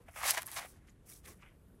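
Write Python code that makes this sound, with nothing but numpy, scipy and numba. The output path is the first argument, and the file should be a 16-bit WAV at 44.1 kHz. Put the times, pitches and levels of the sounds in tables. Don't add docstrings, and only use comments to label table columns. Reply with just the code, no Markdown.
import sys
import numpy as np
from scipy import signal
from scipy.io import wavfile
from scipy.ndimage import uniform_filter1d
from numba import njit

SR = 44100
rng = np.random.default_rng(int(sys.argv[2]) if len(sys.argv) > 2 else 0)


def volts_from_decibels(level):
    exponent = np.asarray(level, float) / 20
    return 10 ** exponent


def store_wav(level_fs):
    pcm = np.round(np.clip(np.atleast_2d(level_fs), -1, 1) * 32767)
    wavfile.write(sys.argv[1], SR, pcm.T.astype(np.int16))


N = 79380
TOP_HZ = 15800


def level(x, db):
    return x * volts_from_decibels(db) / np.sqrt(np.mean(x ** 2))


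@njit
def svf(x, hz, width):
    y, band_state, low_state = np.empty(len(x)), 0., 0.
    for i in range(len(x)):
        g = np.tan(np.pi * hz[i] / SR)
        damping = 2 * np.pi * width / SR / np.sin(2 * np.pi * hz[i] / SR)
        v = (band_state + g * (x[i] - low_state)) / (1 + g * (g + damping))
        band_state = 2 * v - band_state
        low_state = low_state + 2 * g * v
        y[i] = damping * v
    return y


def band(x, hz, width, order=2):
    centre = np.clip(hz * np.ones(N), 10, .45 * SR)
    for _ in range(order):
        x = svf(x + 1e-18, centre, 1. * width)
    return x


def walk(rate):
    hold = int(SR / rate)
    steps = np.repeat(rng.standard_normal(N // hold + 1), hold)
    return 1.3 * uniform_filter1d(uniform_filter1d(steps, hold), hold)[:N]


def grains(per_s, scatter_db):
    hit = rng.random(N) < per_s / SR
    size = np.minimum(rng.exponential(size=N), 3)
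    return level(hit * rng.standard_normal(N) * volts_from_decibels(scatter_db * size), 0)


def resonate(x, table, drift, patchy_db, rate, tilt_db=0):
    mid = np.sqrt(table[2][0] * table[-1][0]) if len(table) > 2 else 1
    total, power = 0, 0
    for f, width, db in table:
        gain = volts_from_decibels(db + tilt_db * np.log2(f / mid)) * np.sqrt(width)
        flicker = volts_from_decibels(patchy_db * walk(rate))
        excitation = x * np.sign(rng.standard_normal(N))
        ring = level(band(excitation, f * (1 + drift * walk(12)), 1.5 * width), 0)
        total = total + gain * flicker * ring
        power = power + gain ** 2
    return total / np.sqrt(power)


def air():
    # f/Hz, density/dB per Hz
    air_spectrum = [(21, -30), (35, 2.5), (101, -1), (539, -19), (656, -34.5), (997, -26), (2800, -36.5),
                    (5600, -44.5), (10900, -37.5), (12600, -38.5), (16400, -40.5)]
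    f, density_db = np.array(air_spectrum, float).T
    out, swell = 0, walk(3.1)
    for hz in 38 * 2 ** np.arange(0, 9, .5):
        db = np.interp(np.log(hz), np.log(f), density_db) + 0.33 * swell + 1.41 * walk(8)
        out = out + volts_from_decibels(db) * band(rng.standard_normal(N), hz, hz / 1.7)
    low_pass = signal.butter(6, 16000, fs=SR, output="sos")
    return level(signal.sosfilt(low_pass, out), -61)


def breeze():
    # t/s, level/dB
    gusts = [(0, -75), (0.701, -72), (0.85, -75), (1.0, -87), (1.06, -71.5), (1.14, -70), (1.2, -82),
             (1.29, -60.5), (1.42, -79), (1.52, -71.5), (1.6, -90), (1.718, -76)]
    leaves_from_s, leaves_db = 1.18, -83
    s, db = np.array(gusts, float).T
    t = np.arange(N) / SR
    puff = level(band(rng.standard_normal(N), 340 * 2 ** (.15 * walk(12)), 380), 0)
    leaves = level(band(rng.standard_normal(N), 11500, 6000), leaves_db)
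    leaves = leaves * np.clip((t - leaves_from_s) / .5, 0, 1)
    return puff * volts_from_decibels(np.interp(t, s, db) + 2.0 * walk(8.1)) + leaves


def hand():
    # t/s, grip on the shell/dB, slip of the fur/dB, coarseness of the slip/dB, grip brightness/dB per octave
    reach = [
        (0, -69.5, -83, -4, -8.5),
        (.056, -78, -83, -2, -5.5),
        (.078, -66, -78, -6, 0),
        (.086, -54, -72, -8, 1),
        (.104, -71, -72, -14, 1.5),
        (.13, -65, -66, -16, 1.5),
        (.157, -59, -58, -14, 1.5),
        (.160, -46, -54, -14, 0),
        (.19, -47.5, -51, -10, -1),
        (.215, -46.5, -54, -3, 2.5),
    ]
    first_stroke = [
        (0.215, -39.5, -57, -1, 0.084),
        (0.24, -41.5, -44.5, -0.9, 0.087),
        (0.268, -39, -38, -0.85, 0.001),
        (0.293, -35.5, -36, -0.78, 0),
        (0.309, -39, -31.5, -1.7, 0),
        (0.33, -46.5, -47.5, -1.2, 0.0056),
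    ]
    second_stroke = [
        (0.33, -49.5, -47, -8, -9.5),
        (0.345, -37, -45.5, 1, -2),
        (0.358, -48.5, -52, 0.5, 1),
        (0.378, -33, -51, 7, -2.8),
        (0.412, -57.5, -55.5, -3, 5),
        (0.421, -47.5, -53, 2, 7.5),
        (0.436, -58, -63.5, -4, 0),
        (.447, -64, -65.5, 2, -10),
    ]
    return_stroke = [
        (0.456, -62, -62, -7, 0.3),
        (0.47, -59.5, -60, -7, 0.45),
        (0.484, -50, -54.5, 0, 0.35),
        (0.498, -61, -61, -3.5, 0.3),
        (0.534, -51, -52.5, 1, 0.12),
        (0.555, -58, -49, -15, -0.17),
        (.564, -44.5, -45, 0, -1),
        (0.569, -39.5, -44.5, 1.5, -0.26),
        (0.6, -47, -53.5, 3, -0.45),
    ]
    lift = [
        (0.6, -48.5, -54.5, 1, 0),
        (0.646, -50.5, -59, -1.5, 0),
        (0.69, -72.5, -62, -12, 0),
        (0.757, -72.5, -74, -3.5, 0),
        (0.794, -77.5, -87, 4, 0.0038),
        (0.8, -81, -97, -6, 0),
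    ]
    shift = [
        (0.84, -77.5, -92.5, -3, 3),
        (0.866, -81, -86.5, -2.5, 4),
        (.874, -73, -75.5, -0.5, 4.5),
        (0.898, -65.5, -77.5, 2, 5),
        (.907, -80, -75.5, -1, 3),
        (0.96, -98, -98, -10, 2.9),
    ]
    pat = [
        (1.03, -95, -99.5, 4.5, 4),
        (1.056, -85, -81, -9, 5.4),
        (1.062, -79, -70, -9, 5.9),
        (1.075, -73, -62, -21.5, 8.3),
        (1.095, -71.5, -56, -23, 7.3),
        (1.12, -70, -56, -14, 3.1),
        (1.16, -76, -60, -9.5, 3),
        (1.194, -78, -66, -13, 2.3),
        (1.2, -80, -70, -18, 3),
        (1.225, -85, -78, -18, 3),
    ]
    pat_back = [
        (1.226, -91, -80, -12, 3),
        (1.243, -68.5, -70, 0.5, 4),
        (1.26, -62.5, -59.5, -3, 9.9),
        (1.285, -57, -56.5, -13, 4),
        (1.296, -64.5, -59, -8, 4.5),
        (1.308, -60.5, -59.5, -8, 4.4),
        (1.33, -69.5, -66, -9, 2),
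        (1.384, -89, -79, -18, 3),
    ]
    settle = [
        (1.385, -74, -79.5, -28, 3),
        (1.415, -71, -77, -1.5, 3.5),
        (1.424, -63, -80, 8, 5),
        (1.439, -62.5, -81.5, 0, 6.1),
        (1.458, -65.5, -79, -9.5, 5.2),
        (1.489, -68.5, -83, -20, 15),
        (1.521, -72, -88.5, -7, 4.7),
        (1.58, -93, -100, -17.5, 5.7),
    ]
    moves = np.vstack([reach, first_stroke, second_stroke, return_stroke, lift, shift, pat, pat_back, settle])
    moves = moves[np.argsort(moves[:, 0], kind="stable")]
    t = np.arange(N) / SR
    return [uniform_filter1d(np.interp(t, moves[:, 0], control), size=90) for control in moves.T[1:]]


def grip(grip_db, bright_db):
    # f/Hz, width/Hz, level/dB
    shell = [(324, 330, -27.5), (470, 85, -12), (754, 290, 2), (1118.5, 150, 3.5), (1500, 1000, -0.5),
             (2100, 500, -1), (2743, 1300, -9.5)]
    # t/s, peak level/dB, f/Hz, t60/s
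    knocks = [(.002, -56, 482, 0.083), (0.061, -61, 1500, .01), (.0858, -43, 680, 0.026),
              (.139, -51.5, 1990, 0.017), (.229, -37.5, 1080, .015), (.2405, -32, 2190, 0.028),
              (.2545, -34, 580, 0.038), (0.566, -37, 1740, .015), (.885, -65, 2100, 0.066),
              (0.896, -57, 6800, 0.011), (.901, -62, 7200, 0.013), (1.085, -63.5, 2410, .025),
              (1.1, -54, 5800, 0.016), (1.122, -56.5, 2276, .035), (1.125, -58, 3800, 0.024),
              (1.282, -53, 1080, 0.083), (1.746, -75.5, 10500, .12), (0.196, -49, 1140, 0.03),
              (0.225, -43.5, 80, 0.1), (0.249, -56, 1380, 0.013), (0.373, -41, 366, 0.03),
              (.648, -32, 650, 0.0092), (1.361, -52, 188.5, 0.14), (1.424, -53, 1200, 0.021),
              (1.679, -53.5, 190.4, 0.15), (1.701, -66.5, 1500, 0.024), (1.742, -46, 287, 0.018),
              (1.744, -60, 1810, 0.006)]
    slips = grains(per_s=5000, scatter_db=3)
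    creak = resonate(slips, shell, drift=.06, patchy_db=1.5, rate=70, tilt_db=bright_db)
    creak = signal.sosfilt(signal.butter(10, 3400, fs=SR, output="sos"), creak)
    creak = signal.sosfilt(signal.butter(4, 488.4, "high", fs=SR, output="sos"), creak)
    out = creak * volts_from_decibels(grip_db + 1.5 * walk(150))
    t = np.arange(N) / SR
    for s, db, hz, t60 in knocks:
        age = np.maximum(t - s, 0)
        attack = np.minimum(age * hz, 1)
        out = out + volts_from_decibels(db - 60 * age / t60) * np.sin(2 * np.pi * hz * age) * attack
    return out


def snaps():
    # t/s, peak level/dB, broad share/0-1
    ticks = [(.1215, -50, .2), (.3055, -19, .1), (.3065, -17, .2), (.2414, -27, .6), (.2845, -21, .7),
             (.3084, -6.5, .45), (.3688, -31, .5), (.337, -30, .05), (.3783, -20, 1), (.4178, -40, .1),
             (.4207, -25, .4), (.4225, -35, .7), (.431, -28, .6), (.4608, -33, .15), (.4644, -38, .1),
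             (.466, -34, .05), (.4677, -25, .12), (.469, -36, .05), (.4758, -30, .12), (.4858, -39, .1),
             (.4943, -37, .3), (.5028, -39, .3), (.5058, -42, .3), (.5085, -43, .3), (.5162, -27, .3),
             (.5353, -33, .2), (.5436, -32, .2), (.657, -39, .5), (1.0995, -38, .3), (1.1015, -42, .3),
             (1.124, -42, .3)]
    port_hz, port_width_hz = 11200, 4800
    ring, broad = np.zeros(N), np.zeros(N)
    for s, db, share in ticks:
        i = int(s * SR)
        ring[i] = -volts_from_decibels(db) * (1 - share)
        broad[i] = -volts_from_decibels(db) * share
    crack_band = signal.butter(2, [1500, 11500], "band", fs=SR, output="sos")
    crack = signal.sosfilt(crack_band, broad)
    return 5.5 * band(np.roll(ring, 1), port_hz, port_width_hz) + 2.6 * crack


def fur(slip_db, coarse_db):
    # f/Hz, width/Hz, level/dB
    fine_bands = [(5900, 1500, -4.5), (8300, 2200, -3), (10700, 2200, 0), (13000, 2400, -9),
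                  (15200, 2400, -10.5)]
    # f/Hz, width/Hz, level/dB
    coarse_bands = [(3700, 1100, -0.72), (4800, 4900, -0.015)]
    hairs = grains(per_s=20000, scatter_db=3) * volts_from_decibels(1.5 * walk(200))
    fine = resonate(hairs, fine_bands, drift=0.0063, patchy_db=1.2, rate=47)
    coarse = resonate(hairs, coarse_bands, drift=0.0063, patchy_db=1.2, rate=47)
    return volts_from_decibels(slip_db) * (fine + coarse * volts_from_decibels(coarse_db))


def scene():
    grip_db, slip_db, coarse_db, bright_db = hand()
    mix = air() + breeze() + grip(grip_db, bright_db) + snaps() + fur(slip_db, coarse_db)
    return mix[None]


def gate(x):
    from_hz, step_hz, frame, lead = 12750, 690, 1024, 263
    threshold_db, rise_db, scatter_db = -91.5, -.1, 1.6
    f, _, z = signal.stft(np.pad(x, ((0, 0), (lead, 0))), SR, nperseg=2 * frame)
    for k, hz in enumerate(np.arange(from_hz, TOP_HZ + step_hz, step_hz)):
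        bins = (f >= hz) & (f < hz + step_hz)
        rms = np.sqrt(4 / 3 * np.sum(np.abs(z[:, bins]) ** 2, axis=1, keepdims=True))
        threshold = volts_from_decibels(threshold_db + rise_db * k + scatter_db * rng.standard_normal(rms.shape))
        z[:, bins] *= rms > threshold
    return signal.istft(z, SR, nperseg=2 * frame)[1][:, lead:lead + N]


def roll_off(x):
    return signal.sosfilt(signal.butter(12, 16520, fs=SR, output="sos"), x)


def record(dry):
    low_pass = signal.ellip(8, .2, 45, TOP_HZ, fs=SR, output="sos")
    mix = gate(signal.sosfilt(low_pass, dry))
    return roll_off(mix)


dry = scene()
out = record(dry)
store_wav(out)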